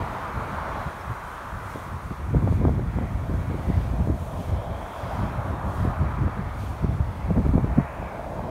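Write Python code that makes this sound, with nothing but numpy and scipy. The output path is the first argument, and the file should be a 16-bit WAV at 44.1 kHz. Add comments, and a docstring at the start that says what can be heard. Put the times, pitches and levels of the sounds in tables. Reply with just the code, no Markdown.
"""Gusty wind in dry grass and trees

Vortex shedding from long needles makes a sough whose pitch rises with wind speed; leaves and twigs
rustle above it, and tall dry grass hisses and ticks as its blades touch. Eddies buffet the port of a
small hand-held microphone. A bird chips once, hollow knocks come late, and a far rumble lies beneath."""
import sys
import numpy as np
from scipy import signal
from scipy.fft import rfft, irfft, next_fast_len
from scipy.io import wavfile
from scipy.ndimage import uniform_filter1d, map_coordinates

SR = 44100
rng = np.random.default_rng(int(sys.argv[2]) if len(sys.argv) > 2 else 0)


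def dump(signal):
    """Clip the signal to [-1, 1] and save it as 16-bit WAV at the path in sys.argv[1]."""
    limited = np.clip(np.atleast_2d(signal).T, -1, 1)
    pcm = np.round(limited * 32767).astype(np.int16)
    wavfile.write(sys.argv[1], SR, pcm)


N = 374850
TIME = np.arange(N) / SR

# Vortex shedding from the needles, proportional to wind speed: (time [s], frequency [Hz])
SHEDDING_PITCH = [(0, 946), (1.3, 1045), (2.1, 997), (3.8, 790), (4.4, 737), (4.8, 784), (5.2, 920),
                  (5.7, 866), (6.2, 984), (7.1, 820), (7.8, 830), (8.5, 724)]
# Strength of the sough as gusts cross the trees: (time [s], level [dB])
GUST_LEVELS = [(0, -31.5), (.3, -32), (.68, -32), (.95, -36.5), (1.7, -38), (2.75, -43), (3.0, -41.5),
               (3.6, -39.5), (4.2, -39.5), (4.45, -37), (4.7, -36.5), (5.08, -33), (5.4, -34),
               (5.75, -33.5), (6.3, -37), (7.1, -40.5), (7.5, -38.3), (8.5, -34.5)]
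# Interference of the sough with its ground reflection: (frequency [Hz], gain [dB])
GROUND_RESPONSE = [(200, 1), (330, 1), (430, 1), (530, 2.5), (650, 2.5), (760, -3.5), (950, -2),
                   (1500, 0.5)]
# Boughs tossing or settling: (crest time [s], half-width [s], leaf gain [dB], twig gain [dB])
BOUGH_SWINGS = [(0, 0.24, 4.5, 3), (0.722, 0.22, 1, 4), (3.002, 0.12, 3, 0), (3.752, 0.079, 1, 3),
                (4.15, 0.086, -3.5, -3), (5.12, 0.17, 3, 3), (5.6, 0.17, -4, -1), (6.4, 0.34, -1.5, 0.5),
                (7.9, 0.24, 4, -2)]
# Needles singing in a narrow band: (crest time [s], half-width [s], frequency [Hz], level [dB])
AEOLIAN_TONES = [(3.804, 0.12, 4640, -68), (4.78, 0.29, 3280, -59.5)]
# Waves through the grass, negative for a lull: (crest time [s], half-width [s], gain [dB])
GRASS_WAVES = [(1.3, .28, 1), (1.735, .09, 4), (2.548, .04, 3), (2.7, 0.35, -2), (3.72, 0.18, 1.5),
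               (4.218, .04, 4), (4.408, 0.087, 5), (5.1, 0.21, 2.5), (5.777, .09, 4.3), (6.3, .2, -1),
               (6.644, 0.062, 6), (7.467, 0.031, 3)]
# Buffeting by the wind at the microphone: (time [s], level [dB])
PORT_WIND_LEVELS = [(0, -40.5), (.75, -39.5), (1.3, -55), (1.65, -44), (2.05, -40), (2.28, -31.5),
                    (2.42, -23), (2.68, -23), (2.88, -30.5), (4.1, -29), (4.28, -34), (4.92, -47),
                    (5.15, -33), (5.7, -31), (6.05, -26), (6.5, -33), (7.2, -32.5), (7.55, -24),
                    (7.85, -28), (8.0, -41)]
# Puffs across the port: (crest time [s], half-width [s], rumble level [dB], flutter level [dB])
PORT_PUFFS = [(.01, 0.019, -27, -34), (0.38, 0.023, -29, -38.5), (0.515, .04, -53, -39.5),
              (0.873, 0.0093, -28.5, -45), (1.099, 0.014, -27, -39), (1.55, .018, -30, -47),
              (1.664, 0.015, -36, -57), (1.765, 0.0086, -34, -34), (2.066, 0.0071, -25.5, -51),
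              (2.116, 0.0061, -30, -31.5), (2.22, 0.014, -28.5, -42), (2.361, 0.013, -15.5, -20.5),
              (2.462, 0.036, -32, -29), (2.66, 0.031, -21.5, -23), (2.784, 0.033, -30, -29),
              (2.96, 0.011, -26, -29.5), (3.027, 0.013, -34, -25), (3.157, 0.0072, -23, -45),
              (3.334, 0.027, -24, -29.5), (3.494, 0.0086, -22.5, -43), (3.544, .04, -32, -30.5),
              (3.697, 0.007, -31, -26.5), (3.775, 0.02, -19, -31), (3.942, 0.0075, -17, -30),
              (4.008, 0.01, -22.5, -25.5), (4.108, 0.019, -22, -26.5), (4.404, 0.0077, -34, -29),
              (4.537, 0.03, -22, -36.5), (4.708, 0.029, -29.5, -40.5), (5.044, 0.0086, -24.5, -43),
              (5.205, 0.0092, -24.5, -27), (5.251, .012, -27.5, -26), (5.387, 0.0065, -23.5, -43),
              (5.514, 0.022, -28, -31.5), (5.854, 0.027, -23.5, -29.5), (6.021, 0.016, -17.5, -30.5),
              (6.192, 0.011, -25, -32), (6.247, 0.02, -21, -26.5), (6.395, 0.015, -23.5, -30),
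              (6.6, 0.047, -31, -44), (6.842, 0.0094, -21, -29.5), (6.894, 0.0082, -23, -31),
              (7.013, 0.01, -18.5, -43), (7.104, 0.01, -28, -34), (7.305, 0.0093, -19, -19.5),
              (7.383, 0.013, -19.5, -17), (7.45, .012, -30, -29), (7.559, 0.021, -26, -20),
              (7.788, 0.0081, -21, -13), (8.022, 0.031, -34, -39), (8.455, 0.1, -38, -37)]
# Strong vortices striking the port: (time [s], pulse level [dB], half-width [s])
EDDY_STRIKES = [(1.759, -22.5, 0.00066), (2.348, -13, 0.00091), (2.476, -14.5, 0.00059),
                (2.525, -19, 0.0007), (2.616, -18, 0.00083), (2.652, -8, 0.00062), (2.683, -18, .0006),
                (2.694, -16, 0.00067), (2.795, -19.5, 0.00083), (2.987, -19, 0.00068), (3.702, -13, 0.0015),
                (4.074, -16.5, 0.0011), (4.101, -13.5, 0.0014), (5.852, -14, 0.0014), (6.281, -20, .0004),
                (6.846, -15, 0.0012), (7.306, -18, .0006), (7.465, -15, .0011), (7.492, -10, 0.0024),
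                (7.556, -8, 0.002), (7.58, -9, 0.001), (7.645, -16.5, 0.0011), (7.786, -5, 0.0017)]
# Hollow knocks: (time [s], level [dB], frequency [Hz])
HOLLOW_KNOCKS = [(8.026, -19, 655), (8.194, -16, 630), (8.362, -27, 720), (8.393, -15.5, 720)]
# Noise spectra of the sources: (frequency [Hz], relative spectral density [dB])
NEEDLE_SPECTRUM = [(150, -6.5), (380, -11), (600, -8.5), (820, 0), (1050, 1), (1350, -4), (1700, -12),
                   (2300, -22.5), (3200, -33), (6000, -70)]  # for shedding at 1 kHz
LEAF_SPECTRUM = [(700, -34), (1300, 2), (1750, 0), (2300, -0.5), (2800, -13), (3600, -36)]
TWIG_SPECTRUM = [(1500, -26), (2400, -1.5), (2850, -3), (3200, 0), (4300, -6), (4950, -8.5), (5600, -10),
                 (8000, -26)]
BLADE_SPECTRUM = [(1500, -5), (3500, -4), (4400, -1), (4900, -14), (5600, -0.5), (6600, 1.5), (7700, -1.5),
                  (9300, 1.5), (10400, -4), (11300, -1), (13500, -4), (15700, -8)]
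RUMBLE_SPECTRUM = [(15, -55), (25, -37), (40, -2), (55, 2.5), (92, 2.5), (130, -4), (190, -13.5),
                   (300, -33), (600, -86)]
FLUTTER_SPECTRUM = [(70, -39), (130, 0.5), (200, -0.5), (300, -6.5), (450, -14), (700, -22), (1200, -29),
                    (2200, -50), (5000, -90)]
FAR_SPECTRUM = [(20, -32), (45, 8), (75, -4), (150, -10.5), (400, -19), (900, -19.5), (1800, -22),
                (3000, -47), (6000, -70)]


def trees(breeze_db=-37.5, twig_sway=0.62, twig_fade_db_per_s=0.14):
    """Vortex shedding: needles sough at a pitch proportional to wind speed; leaves and twigs rustle."""
    sough_db, = curves(GUST_LEVELS)
    gust_db = sough_db - breeze_db
    leaf_db = -51.5 + 0.083 * gust_db + 1.3 * wobble(6)
    twig_db = -58.5 + 0.18 * gust_db + 0.68 * wobble(8.9)
    twig_db += twig_sway * waves_db() - twig_fade_db_per_s * TIME
    for crest, half, leaf_gain_db, twig_gain_db in BOUGH_SWINGS:
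        leaf_db += leaf_gain_db * swell(crest, half)
        twig_db += twig_gain_db * swell(crest, half)
    needles = rush(NEEDLE_SPECTRUM, patchy_db=1.0, shift=lambda t: curves(SHEDDING_PITCH, t)[0] / 1000)
    sough = amp(sough_db + 0.44 * wobble(9)) * coloured(needles, GROUND_RESPONSE)
    leaves = amp(leaf_db) * rush(LEAF_SPECTRUM, patchy_db=2.5)
    twigs = amp(twig_db) * rush(TWIG_SPECTRUM, patchy_db=1.5)
    return sough + leaves + twigs


def buffeting(crackle_db=-7, ceiling_db=-15):
    """Turbulent pressure: large eddies rumble on the port; small ones flutter in flurries and flaps."""
    rumble_gain, flutter_gain = port_wind()
    large_eddies = coloured(rng.standard_normal(N), RUMBLE_SPECTRUM)
    rumble = rumble_gain * steady(large_eddies * amp(2.5 * wobble(35)), size=2200)
    flurries = amp(3.5 * wobble(70))
    flaps = (rng.random(N) < 200 / SR) * rng.standard_normal(N)
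    swirl = coloured(rng.standard_normal(N), FLUTTER_SPECTRUM)
    swirl += amp(crackle_db) * coloured(flaps, FLUTTER_SPECTRUM)
    flutter = flutter_gain * steady(swirl * flurries, size=1800)
    # Small eddies can only push so hard: their peaks saturate.
    return rumble + amp(ceiling_db) * np.tanh(flutter / amp(ceiling_db))


def port_wind(swing_db=3.5, fresh_wind_db=-28, flutter_growth=0.8):
    """Incoherent addition: near wind and puffs sum in power, giving the rumble and flutter gains."""
    wind_db, = curves(PORT_WIND_LEVELS)
    unrest_db = swing_db * wobble(24)
    rumble_power = amp(wind_db + unrest_db) ** 2
    flutter_power = amp(-39.5 + flutter_growth * (wind_db - fresh_wind_db) + unrest_db) ** 2
    for crest, half, rumble_db, flutter_db in PORT_PUFFS:
        puff = swell(crest, half)
        rumble_power += amp(rumble_db) ** 2 * puff
        flutter_power += amp(flutter_db) ** 2 * puff
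    return np.sqrt(rumble_power), np.sqrt(flutter_power)


def eddies(wake_s=0.0047):
    """Vortex convection: an eddy crossing the port pushes, then pulls; smaller ones thump sharper."""
    pressure = np.zeros(N)
    t = np.arange(-SR // 20, SR // 20) / SR
    wake = 0.13 * np.exp(-0.5 * (t / wake_s) ** 2)
    for arrival, db, half in EDDY_STRIKES:
        position = t / half
        thump = -position / (1 + position ** 2) ** 2
        # A ragged cluster of like-sized swirls travels with the vortex.
        swirls = unit(signal.fftconvolve(rng.standard_normal(len(t)), thump, "same"))
        start = round((arrival + t[0]) * SR)
        pressure[start:][:len(t)] += amp(db) * (thump / thump.max() + wake * swirls)
    return pressure


def grass(fade_db_per_s=0.5, ticks_per_s=900, tick_db=-11):
    """Friction: dry blades brush in a fine hiss and tick where they catch on each other."""
    contacts = rng.random(N) < ticks_per_s / SR
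    ticks = coloured(contacts * rng.standard_normal(N), BLADE_SPECTRUM)
    hiss_db = -59 - fade_db_per_s * TIME + waves_db() + 0.67 * wobble(17)
    return amp(hiss_db) * (rush(BLADE_SPECTRUM, patchy_db=0.5) + amp(tick_db) * ticks)


def waves_db():
    """Amplitude modulation: passing waves raise the rustle and lulls lower it."""
    return sum(db * swell(crest, half) for crest, half, db in GRASS_WAVES)


def knocks(t60_s=0.019, attack_s=0.0006):
    """Damped oscillation: each knock is one resonance in rapid exponential decay."""
    out = np.zeros(N)
    t = np.arange(SR // 20) / SR
    for onset, db, hz in HOLLOW_KNOCKS:
        envelope = amp(db - 60 * t / t60_s) * (1 - np.exp(-t / attack_s))
        out[round(onset * SR):][:len(t)] += envelope * np.sin(2 * np.pi * hz * t)
    return out


def whistles(relative_width=0.069):
    """Aeolian tones: needles of one thickness shed vortices at nearly one frequency."""
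    out = np.zeros(N)
    for crest, half, centre_hz, db in AEOLIAN_TONES:
        noise = rng.standard_normal(N)
        band = filtered(noise, lambda hz: np.exp(-0.5 * ((hz / centre_hz - 1) / relative_width) ** 2))
        out += amp(db) * swell(crest, half) * unit(band)
    return out


def bird(crest_s=1.014, half_s=0.007, pitch_hz=5330, relative_fall_per_s=2.0, level_db=-56):
    """Linear chirp: a small bird's chip is a short tone falling slightly in frequency."""
    t = TIME - crest_s
    cycles = pitch_hz * (t - relative_fall_per_s * t ** 2 / 2)
    return amp(level_db) * swell(crest_s, half_s) * np.sin(2 * np.pi * cycles)


def far_rumble(level_db=-45):
    """Ambient noise: a steady low rumble arrives from far away."""
    return amp(level_db) * rush(FAR_SPECTRUM, patchy_db=0.5)


def rush(spectrum, patchy_db, shift=lambda t: 1 + 0 * t):
    """Spectral modulation: noise of rms 1 with drifting patches; shift(t) scales its frequencies."""
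    hz, t, bins = signal.stft(rng.standard_normal(N), SR, nperseg=1024)
    patches = uniform_filter1d(rng.standard_normal(bins.shape), size=7, axis=0)
    patches = uniform_filter1d(patches, size=16, axis=1)
    gain = amp(level_at(spectrum, hz[:, None] / shift(t)) + patchy_db * unit(patches))
    return unit(signal.istft(bins * gain, SR)[1][:N])


def coloured(x, spectrum):
    """Spectral shaping: x weighted by the spectrum, at rms 1."""
    return unit(filtered(x, lambda hz: amp(level_at(spectrum, hz))))


def filtered(x, response):
    """Linear filtering: the spectrum of x times a frequency response."""
    size = next_fast_len(N + SR // 2)
    return irfft(rfft(x, size) * response(np.fft.rfftfreq(size, 1 / SR)), size)[..., :N]


def steady(x, size):
    """Division by the running rms evens out swells longer than size samples."""
    power = uniform_filter1d(uniform_filter1d(x ** 2, size), size)
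    return x / np.sqrt(np.abs(power) + 1e-9)


def swell(crest, half):
    """Gaussian envelope, 1 at its crest; the half-width is its standard deviation."""
    return np.exp(-0.5 * ((TIME - crest) / half) ** 2)


def wobble(rate):
    """Smooth random fluctuation, with rate knots a second."""
    return map_coordinates(rng.standard_normal(int(N * rate / SR) + 4), [TIME * rate])


def curves(rows, at=TIME):
    """Linear interpolation in time of each column after the first."""
    times, *columns = np.transpose(rows)
    return [np.interp(at, times, column) for column in columns]


def level_at(spectrum, hz):
    """Interpolation of level on a logarithmic frequency axis."""
    frequencies, levels = np.transpose(spectrum)
    return np.interp(np.log(hz + 1), np.log(frequencies + 1), levels)


def amp(db):
    """Decibels to amplitude ratio."""
    return 10 ** (np.asarray(db) / 20)


def unit(x):
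    """Normalisation to rms 1."""
    return x / np.sqrt(np.mean(x ** 2) + 1e-20)


def scene():
    """Superposition: the pressures of all sources add at one microphone."""
    wind = trees() + whistles() + grass() + buffeting() + eddies()
    return (wind + knocks() + bird() + far_rumble())[None]


def record(dry, low_cut_hz=36, top_hz=15750, fade_s=0.002):
    """Band limiting: the microphone sheds the deepest bass, and the recorder the highest treble."""
    thinned = signal.sosfilt(signal.butter(3, low_cut_hz, "high", fs=SR, output="sos"), dry)
    soft_ends = np.clip(np.minimum(TIME, TIME[-1] - TIME) / fade_s, 0, 1)
    return filtered(thinned * soft_ends, lambda hz: hz < top_hz)


dry = scene()
out = record(dry)
dump(out)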